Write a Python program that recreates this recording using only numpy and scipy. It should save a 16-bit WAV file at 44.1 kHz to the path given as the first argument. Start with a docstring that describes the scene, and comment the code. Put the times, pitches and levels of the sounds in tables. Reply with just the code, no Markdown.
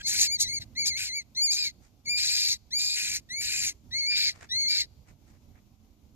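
"""From the first moment a light breeze rumbles under hiss in an open field, as noise shaped by frequency and time.
A small animal, probably a rabbit, handled on a sack, squeals again and again: each squeal scoops up as a bending
whistle of harmonics, and breaks turn it into a screech of puffed noise as the folds lose their rhythm.
Grass and far trees return faint tails of scattered reflections after each squeal.
Sacking and grass rustle once early on and mostly near and after the last squeals, as short bursts of grainy noise."""
import sys
import numpy as np
from scipy import signal
from scipy.fft import rfft, irfft, next_fast_len
from scipy.io import wavfile
from scipy.ndimage import uniform_filter1d

SR = 44100
rng = np.random.default_rng(int(sys.argv[2]) if len(sys.argv) > 2 else 0)


def master(y):
    """Save y as 16-bit WAV."""
    cut = np.clip(np.atleast_2d(y).T, -1, 1)
    pcm = np.round(cut * 32767)  # scale
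    wavfile.write(sys.argv[1], SR, pcm.astype(np.int16))


N = 271215
TIME = np.arange(N) / SR  # s

# One row per squeal; strain lifts the overtones, an open mouth lifts the treble:
# start_s, release_s, top_pitch_hz, scoop_from_below_hz, scoop_time_s, level_db, swell_start_to_release_db,
# strain_db, mouth_db
SQUEALS = [(-.02, .022, 2300, 850, .055, -37, 0.5, -15, 13), (0.027, .355, 2556, 560, .095, -25, -1, 9, -1),
           (.372, .582, 2430, 600, .047, -28.5, -4, 4.5, 3.5), (.59, .618, 2294, 0, .05, -36, 0.5, 0.5, -4),
           (.75, 1.193, 2488, 625, .045, -26.5, -7.5, -1, 2),
           (1.346, 1.677, 2477, 725, .033, -23, -4, 13.5, -1),
           (2.049, 2.53, 2423, 98, .066, -25, 1.5, -1, 0),
           (2.703, 3.168, 2445, 854.5, .033, -26.5, -7.5, 9, 2),
           (3.28, 3.692, 2497, 742.5, .091, -28, 0.5, -4, 9),
           (3.905, 4.292, 2415, 657.5, .06, -24.5, -0.5, 2, -7),
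           (4.488, 4.815, 2412, 677.5, .095, -22.5, -1.5, 9, -6)]
# The voice falters, and pitch, level and treble dip together: time_s, depth_hz, half_length_s
FALTERS = [(0.294, 315.5, 0.027), (.47, 402, 0.025), (0.519, 239.3, 0.013), (0.841, 220.3, 0.021),
           (0.94, 423, 0.04), (1.11, 416, 0.04), (1.402, 178.2, 0.03), (1.489, 309.5, .022),
           (1.556, 200, .013), (2.077, 208, .014), (2.148, 81.4, .012), (4.044, 184.4, .038),
           (4.657, 204.6, 0.025)]
# The voice breaks into a screech:
# start_s, end_s, roughness (a share, later limited), extra_level_db, extra_strain_db, extra_mouth_db
BREAKS = [(-.03, .046, .85, 3, -0.5, 1.5), (.069, .272, 1.08, -.5, -11, 13), (0.387, .447, 0.87, 0, 8, 5.5),
          (.447, .497, .22, 0, 3, -3), (0.604, .66, 0.79, -1, -2, -1.5), (.856, .894, 1, 0, 11.5, 1.5),
          (.973, 1.088, 1.1, -3.5, -5, 5), (1.52, 1.568, 0.76, -4, -8, 9),
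          (1.568, 1.75, .64, -3.5, -10, -3), (2.176, 2.6, .87, -.5, 4.5, -1.5),
          (2.786, 2.963, .62, -1.5, -2, -0.5), (2.96, 3.23, .98, -1.5, -16.5, 7.5),
          (3.411, 3.77, .9, -.5, -3, 1), (4.105, 4.165, .45, -0.5, -7, -3.5),
          (4.165, 4.37, .82, 0, 0, -2.5), (4.69, 4.725, .45, 0, -8, 2), (4.725, 4.89, .9, -1.5, -6, -1.5)]
# The voice narrows into a piercing shriek: time_s, extra_level_db
SHRIEKS = [(.086, 4.5), (.22, 8), (.413, 9.5), (.873, 2), (1.43, 2), (1.515, 2.5), (1.553, 2), (2.526, 0),
           (3.164, 2.5), (3.675, 1)]
# Relative strengths of the clean voice's harmonics, from the first up: level_db
HARMONICS_DB = [-5, 0.5, -6.5, -24.5, -22, -30.5]
# Throat colour of the screech: frequency_hz, relative_density_db (per Hz)
THROAT_COLOUR = [(700, -53.5), (1050, -84.5), (1500, -19.5), (1950, -13), (2350, -6.5), (3200, -14),
                 (4200, 4), (5100, -1), (6300, -7), (7200, -5.5), (9000, -22.5), (10500, -18.5),
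                 (12700, -17), (14500, -52.5)]
# The voice at the microphones: frequency_hz, left_minus_right_db
VOICE_BALANCE = [(2200, 0), (4500, 2.15), (7000, 1.75), (10000, 3.5)]
# Diffuse sound relative to the straight path: frequency_hz, scatter_db
SCATTER = [(2000, -27.5), (4500, -9), (7000, -13.5), (10000, -0.5)]
# Brushes of sacking and grass: peak_s, level_db, treble_lift_db
RUSTLES = [(1.851, -63, 10), (4.357, -56, 3), (4.43, -50, 2), (5.09, -62.5, 3), (5.288, -66, 7),
           (5.354, -70, -1), (5.57, -66, -11)]
# Colour of the brushed sacking: frequency_hz, relative_density_db (per Hz)
SACKING_COLOUR = [(300, 0.5), (900, -3.5), (2200, 1), (3200, -12.5), (4500, -13.5), (7000, -10),
                  (14000, -36)]
# Breeze and distant hiss: frequency_hz, relative_density_db (per Hz)
FIELD_COLOUR = [(15, -46), (25, -12.5), (70, 0.5), (129, -5.5), (173, -12.5), (213, -6.5), (436, -23.5),
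                (741, -24.5), (1870, -41), (2030, -35.5), (6850, -34.5), (8470, -47), (14000, -36.5)]
# Coherence of the field sound: frequency_hz, left_right_likeness (1 is identical)
FIELD_LIKENESS = [(40, 1), (300, 0.62), (2000, 0.044), (8000, 0.053)]
# Stereo balance of the field sound: frequency_hz, left_minus_right_db
FIELD_BALANCE = [(60, -9.5), (250, -3.5), (2000, 2.5)]
# Background level, relative to its mean: time_s, level_db
BACKGROUND_LEVEL = [(0, 2.5), (.75, 4.5), (1.25, -2), (2, -1), (2.9, -2), (3.7, 1), (4.3, .5), (6.1, -1.5)]

SHRIEK_S = 0.028  # half length of a shriek
ATTACK_S, ATTACK_DB, RELEASE_DB_PER_S = .031, 23, 700
SAG_HZ, SAG_S = 269.1, .04  # pitch lost at the release, and its time constant, as the air runs out
LEVEL_DB_PER_HZ, MOUTH_DB_PER_HZ = .015, .01  # lost for each Hz that the voice is slack
BAND_LIMIT_HZ = 14300


def squeals(tremble_db=0.3, shriek_db=7, shriek_hz=6300, width_hz=600, shriek_strain_db=3, torn_db=2.0):
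    """Source-filter principle: the mouth and throat shape the folds' spectrum, while effort sets the level."""
    pitch_hz, level_db, strain_db, mouth_db = gesture()
    hz, t, spectrum = signal.stft(folds(pitch_hz), SR, nperseg=256)
    overtone_weight = read([(2800, 0), (3700, 0.98)], hz)[:, None]
    treble_weight = read([(5000, 0.15), (6500, 0.9), (7800, 0.88), (11000, 0.73)], hz)[:, None]
    shrieking = np.interp(t, TIME, sum(bump(at, SHRIEK_S) for at, _ in SHRIEKS))

    shape_db = overtone_weight * (np.interp(t, TIME, strain_db) + shriek_strain_db * shrieking)
    shape_db = shape_db + treble_weight * np.interp(t, TIME, mouth_db)
    shriek_peak = np.exp(-.5 * ((hz - shriek_hz) / width_hz) ** 2)
    shape_db = shape_db + shriek_db * np.outer(shriek_peak, shrieking)
    # The straining throat keeps shifting its resonances
    shape_db = shape_db + torn_db * patches(spectrum.shape)

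    voice = signal.istft(spectrum * amp(shape_db), SR, nperseg=256)[1][:N]
    # Short-time levelling leaves the loudness to the effort alone
    voice /= np.sqrt(uniform_filter1d(voice ** 2, size=900) + 1e-12)
    level_db = level_db + sum(db * bump(at, SHRIEK_S) for at, db in SHRIEKS)
    sounding = np.clip((level_db + 58) / 5, 0, 1)  # below a least pressure the folds stop
    return voice * amp(level_db + tremble_db * wander(55)) * sounding


def folds(pitch_hz, quiver=.003, jitter=.012, shimmer=0.75, puffing=0.53, waver=.012, least_shake=.09):
    """Periodic vibration gives harmonics; as roughness grows they shake and yield to pulsed turbulence."""
    rough = roughness()
    shake = np.maximum(rough, least_shake)
    drift = quiver * wander(55) + jitter * shake * wander(200) + waver * rough * wander(24)
    phase = 2 * np.pi * np.cumsum(pitch_hz * (1 + drift)) / SR
    tone = np.zeros(N)
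    for k, db in enumerate(HARMONICS_DB, 1):
        tone += amp(db) * (1 + shimmer * shake * wander(160)) * np.cos(k * phase)
    puffs = rng.standard_normal(N) * (1 + puffing * np.cos(phase))
    screech = evened(colour(puffs, THROAT_COLOUR))
    return np.sqrt(1 - rough ** 2) * evened(tone) + rough * screech


def roughness(airy=0.03, unsteady=.09, steady_db=-39, faint_range_db=14, faint_rough=.7):
    """Irregular vibration: the voice tips unevenly in and out of chaos, frays when faint and always leaks air."""
    fraying = faint_rough * np.clip((steady_db - gesture()[1]) / faint_range_db, 0, 1)
    rough = np.hypot(np.maximum(breaking()[0], airy), fraying)
    return np.clip(rough * (1 + unsteady * wander(32)), 0, .98)


def gesture():
    """Fold tension sets pitch: a squeal scoops up, falters and sags; a slack voice is lower, softer, duller."""
    rows = np.array(SQUEALS)
    current = np.maximum(np.searchsorted(rows[:, 0], TIME) - 1, 0)
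    start, release, top_hz, scoop_hz, scoop_s, level_db, swell_db, strain_db, mouth_db = rows[current].T
    since, past = TIME - start, TIME - release

    falter_hz = sum(depth * bump(at, half_s) for at, depth, half_s in FALTERS)
    slack_hz = scoop_hz * np.exp(-since / scoop_s) + falter_hz
    pitch_hz = top_hz - slack_hz - SAG_HZ * np.exp(np.minimum(past / SAG_S, .5))

    attack_db = ATTACK_DB * np.maximum(1 - since / ATTACK_S, 0)
    hold_db = level_db + swell_db * (np.minimum(since / (release - start), 1) - .5)
    release_db = RELEASE_DB_PER_S * np.maximum(past, 0)
    _, extra_db, extra_strain_db, extra_mouth_db = breaking()
    effort_db = hold_db - attack_db - release_db + extra_db - LEVEL_DB_PER_HZ * slack_hz
    effort_db = np.maximum(effort_db, -62)

    strain_db = strain_db + extra_strain_db
    mouth_db = mouth_db + extra_mouth_db - MOUTH_DB_PER_HZ * slack_hz
    controls = np.array([pitch_hz, effort_db, strain_db, mouth_db])
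    return uniform_filter1d(controls, size=300, axis=1)  # muscles cannot jump


def breaking(edge_s=.026):
    """Register breaks: roughness, level, strain and mouth changes over time, with linear edges."""
    rows = np.array(BREAKS)
    inside = np.minimum(TIME - rows[:, :1], rows[:, 1:2] - TIME)
    return rows[:, 2:].T @ np.clip(.5 + inside / edge_s, 0, 1)


def bump(at, half_s):
    """Gaussian envelope: a smooth rise and fall of height 1."""
    return np.exp(-((TIME - at) / half_s) ** 2)


def place(x, lag_s=0.00011, grass_db=-20, trees_db=-45, least_scatter=.07):
    """Arrival-time difference: sound meets the right microphone first, partly diffuse, with grass and tree echoes."""
    hz = np.fft.rfftfreq(N, 1 / SR)
    delayed = irfft(rfft(x) * np.exp(-2j * np.pi * hz * lag_s), N)
    direct = np.array([delayed, x])
    scattered = diffused(x * np.sqrt(np.maximum(roughness(), least_scatter)))
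    near = direct + colour(scattered, SCATTER)
    # What scatters is lost to the straight path
    near = irfft(rfft(near) / np.sqrt(1 + amp(read(SCATTER, hz)) ** 2), N)
    grass = amp(grass_db) * echoes(x, t60=0.023, start_s=0.0025)
    trees = amp(trees_db) * echoes(diffused(x)[0], t60=.9, start_s=.05)
    lean = amp(np.outer([1, -1], read(VOICE_BALANCE, hz)) / 2)
    return irfft(rfft(near + grass + trees) * lean, N)


def diffused(x):
    """Diffuse field: scrambled phases, different at each microphone, keep the sound's overall level."""
    spectrum = signal.stft(x, nperseg=256)[2]
    spectrum = spectrum * np.exp(2j * np.pi * rng.random((2, *spectrum.shape)))
    return x.std() * evened(signal.istft(spectrum, nperseg=256)[1][:, :N])


def echoes(x, t60, start_s):
    """Exponential decay: a dying spray of reflections, different at each microphone, falls 60 dB in t60 seconds."""
    t = TIME[:SR]
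    tail = rng.standard_normal((2, SR)) * amp(-60 * t / t60) * (t > start_s)
    tail /= np.linalg.norm(tail, axis=1, keepdims=True)
    return signal.fftconvolve(x[None], tail, axes=1)[:, :N]


def rustles(grain_db=3, half_s=0.021):
    """Frictional noise: cloth brushing on grass gives short, grainy bursts."""
    out = np.zeros((2, N))
    grains = colour(rng.standard_normal((2, N)) * amp(grain_db * wander(130)), SACKING_COLOUR)
    for peak_s, level_db, treble_db in RUSTLES:
        near = abs(TIME - peak_s) < .1
        brush = evened(colour(grains[:, near], [(2500, 0.0015), (5000, treble_db)]))
        envelope = np.exp(-.5 * ((TIME[near] - peak_s) / half_s) ** 2)
        out[:, near] += amp(level_db) * brush * envelope
    return out


def field(level_db=-55.3, patchy_db=2, swing_db=2.0):
    """Partly coherent noise: a lumpy bass breeze, alike at both microphones, under a smoother, wide hiss."""
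    frames, hz = N // 512 + 5, np.fft.rfftfreq(2048, 1 / SR)
    a, b, c, d = rng.standard_normal((4, frames, len(hz)))
    left, other = a + 1j * b, c + 1j * d
    likeness = np.clip(read(FIELD_LIKENESS, hz), -1, 1)
    right = likeness * left + np.sqrt(1 - likeness ** 2) * other
    lean = amp(read(FIELD_BALANCE, hz) / 2)
    spectrum = np.array([left * lean, right / lean])

    background_db = np.interp(TIME, *np.transpose(BACKGROUND_LEVEL))
    swings_db = background_db - background_db.mean() + swing_db * wander(20.97)
    swings_db = np.interp(np.linspace(0, TIME[-1], frames), TIME, swings_db)[:, None]
    liveliness = read([(200, 1), (1500, 0.56)], hz)  # the bass level moves most
    spectrum *= amp(read(FIELD_COLOUR, hz) + liveliness * (patchy_db * patches(a.shape) + swings_db))
    sound = signal.istft(spectrum.swapaxes(1, 2), nperseg=2048, noverlap=1536)[1][:, :N]
    return amp(level_db) * evened(sound)


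def patches(shape):
    """Smoothed randomness: hills and hollows of rms 1 over time and frequency."""
    smooth = uniform_filter1d(rng.standard_normal(shape), size=9, axis=0)
    return evened(uniform_filter1d(smooth, size=7, axis=1))


def wander(rate_hz):
    """Low-passed randomness: smooth chance of rms 1 that moves up to about rate_hz."""
    size = next_fast_len(N, True)
    f = np.fft.rfftfreq(size, 1 / SR)
    spectrum = rfft(rng.standard_normal(size)) * np.exp(-.5 * (f / rate_hz) ** 2)
    return evened(irfft(spectrum, size)[:N])


def colour(x, points):
    """Linear filtering: multiplies the spectrum of x by a response in dB."""
    hz = np.fft.rfftfreq(x.shape[-1], 1 / SR)
    return irfft(rfft(x) * amp(read(points, hz)), x.shape[-1])


def read(points, hz):
    """Logarithmic frequency scale: joins the points of a spectrum by straight lines."""
    f, value = np.transpose(points)
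    return np.interp(np.log(hz + 1), np.log(f + 1), value)


def amp(db):
    """Decibel law: turns decibels into amplitude gain."""
    return 10 ** (np.asarray(db) / 20)


def evened(x):
    """Mean power: scales x to rms 1."""
    return x / np.sqrt(np.mean(x ** 2) + 1e-20)


def scene():
    """Superposition: the animal's voice, the rustles and the field add up."""
    return place(squeals()) + rustles() + field()


def record(dry):
    """Band limitation: the recorder passes only what lies below its upper edge."""
    lowpass = signal.firwin(511, BAND_LIMIT_HZ, window=("kaiser", 9), fs=SR)
    return signal.oaconvolve(dry, lowpass[None], "same")


dry = scene()
out = record(dry)
master(out)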